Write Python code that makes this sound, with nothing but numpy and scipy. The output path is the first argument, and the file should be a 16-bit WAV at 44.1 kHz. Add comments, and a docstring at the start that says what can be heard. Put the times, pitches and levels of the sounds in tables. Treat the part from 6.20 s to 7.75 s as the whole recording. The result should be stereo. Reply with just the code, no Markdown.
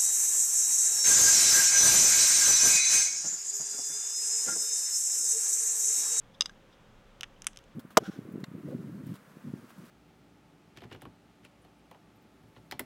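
"""A wet mussel shell clacks, rattles and settles close to the microphone as a hand picks out a pearl.
Each knock is a sharp crack, a short ring and a little grating from the rough rim.
The pearl drops among others in a palm, where they click together as the fingers close and open.
Wet fingers rub faintly on the shell and tiny bubbles pop, over a quiet, low background."""
import sys
import numpy as np
from scipy import signal
from scipy.fft import rfft, irfft, next_fast_len
from scipy.io import wavfile

SR = 44100
rng = np.random.default_rng(int(sys.argv[2]) if len(sys.argv) > 2 else 0)


def put_to_file(sound):
    """Save the sound as 16-bit audio at rate SR, in the file named by the first command-line argument."""
    columns = np.atleast_2d(sound).T  # one column per channel
    safe = np.clip(columns, -1, 1)
    whole_steps = np.round(safe * 32767)
    wavfile.write(sys.argv[1], SR, whole_steps.astype(np.int16))


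N = 68355

# tone colour of the air noise (frequency [Hz], relative level [dB])
AIR_COLOUR = [(12, -29), (20, 6.5), (49, -5), (81, -7.5), (198, -5.5), (434, -10.5), (542, -5.5),
              (607, -13.5), (718, -13), (1290, -14), (2080, -20), (3440, -21.5), (4300, -29), (6360, -31),
              (9670, -39), (14700, -43), (16000, -42.5)]
# narrow bands of noise: the rumble, then the hums (centre [Hz], half width [Hz], level [dB])
HUM_BANDS = [(32.5, 4, -77.5), (120, 15, -70), (172, 9.2, -71.5), (212, 12, -73.5), (547.8, 17, -76)]
# how the rumble swells and sinks (time [s], gain [dB])
RUMBLE_SWELL = [(0, 2), (.2, -1.5), (.45, -6), (0.718, 12.5), (1.0, 8.5), (1.3, 17), (1.5, -14)]
# strokes of wet fingers on the shell (middle [s], half length [s], level [dB])
FINGER_STROKES = [(0.148, 0.0076, -59.5), (0.263, 0.024, -59), (0.532, 0.014, -65.5), (.645, 0.021, -81.5)]
# tone colour of the rubbing (frequency [Hz], relative level [dB])
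RUB_COLOUR = [(500, -35.5), (2500, -20), (3550, 3), (4300, -19.5), (5050, -4.5), (6500, -24), (10000, -30),
              (16000, -46.5)]
# knocks on the shell (time [s], level [dB], tilt [dB/octave], ring gain [dB], main tone boost [dB])
SHELL_KNOCKS = [(0.208, -7.5, -0.5, 2.5, 3.5), (0.2195, -17.5, -2, 2.5, 8), (0.258, -17.5, -1.5, -4, 9),
                (.2949, -36.5, -4, 0.5, -2)]
# tones the shell rings with (frequency [Hz], level [dB], time to fade by 60 dB [s])
SHELL_TONES = [(1290, -29.5, 0.025), (2800, -18.5, .022), (3100, -28, .012), (3430, -12, .014),
               (3813, -9.5, .018), (4970, -6.5, 0.011), (5400, -24.5, 0.0063), (6100, -8.5, .011),
               (6590, -16, .012), (7800, -14.5, .007)]
# tone colour of a knock's crack (frequency [Hz], level [dB])
CRACK_COLOUR = [(400, -31.5), (700, -2), (1100, 4), (2100, 7), (2500, -7), (3100, 10.5), (3700, -4),
                (4300, -10), (5100, 6.5), (6500, -5), (8500, -5.5), (11700, -14), (13000, -21.5),
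                (16000, -33.5)]
# tone colour of the grating rim (frequency [Hz], relative level [dB])
GRIT_COLOUR = [(1000, -11), (2500, -15), (4300, -23), (6000, 8.5), (9500, -5), (12000, -7.5),
               (15000, -22.5)]
# tiny wet bubbles (time [s], starting pitch [Hz], level [dB], time to fade by 60 dB [s])
BUBBLE_POPS = [(0.2948, 1550, -43.5, 0.028), (1.0362, 1755, -40.5, 0.033), (1.162, 2970, -56.5, .015)]
# pearls hitting each other
# (time [s], level [dB], tilt [dB/octave], low peak [Hz], its gain [dB], high peak [Hz], its gain [dB])
PEARL_CLICKS = [(1.0096, -14, 0.5, 3780, 12, 15700, 15), (1.0229, -34, -3, 3200, -1, 6000, 5),
                (1.0328, -8, -4, 2940, 6, 9600, -0.5), (1.038, -20.5, -3, 3020, 10, 9500, -1),
                (1.0411, -34.5, 1, 1780, 0, 3200, 23), (1.0428, -33, -13, 1700, 4, 3200, -2),
                (1.2206, -20, 0.5, 6260, 7.5, 9630, 2.5), (1.2445, -21.5, -3.5, 6000, 2, 13000, 15),
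                (1.2479, -30, 0, 6000, 1.5, 13000, 4), (1.2687, -1, -0.8, 2850, 2.5, 9580, 15),
                (1.2728, -13, -0.5, 2800, -2, 8950, 13), (1.2754, -20.5, -3.5, 2800, 6, 8500, 10),
                (1.2854, -26.5, -1.5, 1990, 5.5, 8900, 1), (1.3326, -37, 1, 3200, 6, 5870, 6),
                (1.3614, -28.5, -0.5, 3300, 5.5, 6000, 1), (1.3727, -21.5, -0.5, 4300, 11.5, 9700, 7.5),
                (1.3890, -32.5, 6, 3440, 12, 9000, -8), (1.4401, -40, 0.5, 3040, 8, 9030, 7)]
# tone colour that all clicks share (frequency [Hz], level [dB])
CLICK_COLOUR = [(400, -39), (850, -18), (1300, -2), (2100, -2), (3100, 2), (4300, -10), (5300, -2),
                (6200, 2), (7000, -5), (9500, -9.5), (12000, -17), (14000, -23.5), (16000, -27.5)]
# sound bouncing off nearby hands and shells (frequency [Hz], time to fade by 60 dB [s])
NEAR_ECHO = [(1000, 0.02), (3000, .018), (6000, .013), (14000, .011)]
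# the faint echo from farther away (frequency [Hz], time to fade by 60 dB [s])
FAR_ECHO = [(1000, 0.18), (3700, 0.13), (5000, 0.087), (6500, 0.28), (9500, 0.15), (15000, .2)]


def amp(db):
    """Turn decibels into a factor to multiply by."""
    return 10 ** (np.asarray(db) / 20)


def along(points, hz):
    """Read between the rows of a (frequency, value) table, on a log frequency scale."""
    freqs, values = np.transpose(points)
    return np.interp(np.log(hz + 1), np.log(freqs + 1), values)


def filtered(x, response):
    """Multiply each frequency in x by response(hz)."""
    size = next_fast_len(N + SR // 2)
    return irfft(rfft(x, size) * response(np.fft.rfftfreq(size, 1 / SR)), size)[..., :N]


def noise(response):
    """Filtered noise with an average power of 1."""
    x = filtered(rng.standard_normal(N), response)
    return x / np.sqrt(np.mean(x ** 2) + 1e-20)


def tilt(hz, slope_db, pivot_hz=3500):
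    """Gain in dB that brightens or dulls a sound by slope_db per octave."""
    return slope_db * np.log2(np.maximum(hz, 500) / pivot_hz)


def snap(colour_db, size=2048):
    """The shortest pulse that starts at once and has the given tone colour."""
    cepstrum = irfft(np.log(amp(colour_db(np.fft.rfftfreq(size, 1 / SR)))))
    cepstrum[1:size // 2] *= 2  # folding onto the first half packs the energy at the start
    cepstrum[size // 2 + 1:] = 0
    return irfft(np.exp(rfft(cepstrum)))


def echo(fade_times):
    """A blur of reflections: noise whose frequencies fade at their own speeds, with total energy 1."""
    hz, t, spectrum = signal.stft(rng.standard_normal(SR // 3), SR, nperseg=64)
    fade = amp(-60 * t / along(fade_times, hz)[:, None])
    tail = signal.istft(spectrum * fade, SR, nperseg=64)[1]
    return tail / np.linalg.norm(tail)


def add(track, start_s, sound, near_db=-8, far_db=-25):
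    """Put a sound on the track with its near and far echoes."""
    space = np.pad(amp(near_db) * echo(NEAR_ECHO) + amp(far_db) * echo(FAR_ECHO), (30, 0))
    space[0] = 1  # the direct sound, 30 samples ahead of the echoes
    start = round(start_s * SR)
    heard = signal.fftconvolve(sound, space)[:N - start]
    track[start:start + len(heard)] += heard


def background(air_db=-59):
    """Soft air noise, a slowly swelling rumble and a few wavering hums."""
    rumble, *hums = [amp(db) * noise(lambda hz: 1 / (1 + ((hz - centre) / width) ** 2))
                     for centre, width, db in HUM_BANDS]
    swell = amp(np.interp(np.arange(N) / SR, *np.transpose(RUMBLE_SWELL)))
    air = amp(air_db) * noise(lambda hz: amp(along(AIR_COLOUR, hz)))
    return air + swell * rumble + sum(hums)


def low_hum(hz=123, db=-61, fade_s=0.1):
    """A soft low tone is there at the start and quickly fades."""
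    t = np.arange(N) / SR
    return amp(db) * np.exp(-(t / fade_s) ** 4) * np.sin(2 * np.pi * hz * t)


def finger_rubs():
    """Wet fingers slide on the shell, each stroke a soft swell of noise."""
    t = np.arange(N) / SR
    strokes = sum(amp(db) * np.exp(-((t - middle) / half) ** 2) for middle, half, db in FINGER_STROKES)
    return strokes * noise(lambda hz: amp(along(RUB_COLOUR, hz)))


def shell_knocks(chatter_s=0.0008, chatter_loss_db=8.5, rise_s=0.0006, main_hz=5000, main_width_hz=350):
    """In each knock the rim cracks down four times, ever softer, and the damp shell rings briefly."""
    out = np.zeros(N)
    for start_s, db, slope_db, ring_db, main_db in SHELL_KNOCKS:
        crack = snap(lambda hz: along(CRACK_COLOUR, hz) + tilt(hz, slope_db))
        t = np.arange(len(crack)) / SR
        freqs = np.fft.rfftfreq(len(t), 1 / SR)
        touches = sum(amp(-chatter_loss_db * k) * np.exp(-2j * np.pi * freqs * k * chatter_s)
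                      for k in range(4))
        chatter = irfft(rfft(crack) * touches)
        ring = np.zeros(len(t))
        for k, (hz, tone_db, fade_s) in enumerate(SHELL_TONES):
            boost_db = tilt(hz, slope_db) + main_db * np.exp(-((hz - main_hz) / main_width_hz) ** 2)
            tone = amp(tone_db + boost_db - 60 * t / fade_s) * np.sin(2 * np.pi * hz * t)
            ring += (-1) ** k * tone  # neighbouring tones swing opposite ways
        knock = chatter + amp(ring_db) * ring * (1 - np.exp(-t / rise_s))
        add(out, start_s, amp(db) * knock, near_db=-7.5, far_db=-26)
    return out


def rim_grating(gain_db=-25.5, fade_s=0.017, rise_s=0.0006):
    """The rough rim grates for a few milliseconds after each knock."""
    out, t = np.zeros(N), np.arange(SR // 20) / SR
    for start_s, db, *_ in SHELL_KNOCKS:
        grit = noise(lambda hz: amp(along(GRIT_COLOUR, hz)))[:len(t)]
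        loudness = amp(db + gain_db - 60 * t / fade_s) * (1 - np.exp(-t / rise_s))
        add(out, start_s, grit * loudness, near_db=-7.5)
    return out


def bubble_pops(rise_per_s=8):
    """Tiny bubbles ring and rise in pitch as they pop."""
    out, t = np.zeros(N), np.arange(SR // 20) / SR
    for start_s, hz, db, fade_s in BUBBLE_POPS:
        phase = 2 * np.pi * hz * t * (1 + rise_per_s * t / 2)
        add(out, start_s, amp(db - 60 * t / fade_s) * np.sin(phase))
    return out


def pearl_clicks(low_width_octaves=0.39, high_width_hz=1780):
    """Pearl hits pearl: a very short snap with two broad peaks in its tone colour."""
    out = np.zeros(N)
    for start_s, db, slope_db, low_hz, low_db, high_hz, high_db in PEARL_CLICKS:
        def colour_db(hz):
            low_peak = low_db * np.exp(-0.5 * (np.log2((hz + 1) / low_hz) / low_width_octaves) ** 2)
            high_peak = high_db * np.exp(-0.5 * ((hz - high_hz) / high_width_hz) ** 2)
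            return along(CLICK_COLOUR, hz) + tilt(hz, slope_db) + low_peak + high_peak
        add(out, start_s, amp(db) * snap(colour_db))
    return out


def dip(hz, centre_hz=4380, width_hz=450, depth=0.638):
    """A narrow dip in the tone colour of all the close sounds."""
    return 1 - depth * 1j * hz * width_hz / (centre_hz ** 2 - hz ** 2 + 1j * hz * width_hz)


def scene(side_db=-24.5, hiss_db=-91, treble_hz=2500):
    """Mix it all; only faint hiss and a trace of high echo differ between left and right."""
    handling = filtered(shell_knocks() + rim_grating() + pearl_clicks() + finger_rubs() + bubble_pops(),
                        dip)
    treble = lambda hz: hz ** 4 / (hz ** 4 + treble_hz ** 4)
    reflections = signal.fftconvolve(handling, echo(NEAR_ECHO))[:N]
    side = amp(side_db) * filtered(reflections, treble) + amp(hiss_db) * noise(treble)
    return handling + background() + low_hum() + np.array([side, -side])


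def record(dry, port_hz=6000, width_hz=3000, top_hz=16300):
    """The microphone's opening delays the treble, smearing each snap; the very top is cut off."""
    smeared = filtered(dry, lambda hz: np.exp(-2j * np.arctan2(hz * width_hz, port_hz ** 2 - hz ** 2)))
    return filtered(smeared, lambda hz: 1 / (1 + (hz / top_hz) ** 120))


dry = scene()
out = record(dry)
put_to_file(out)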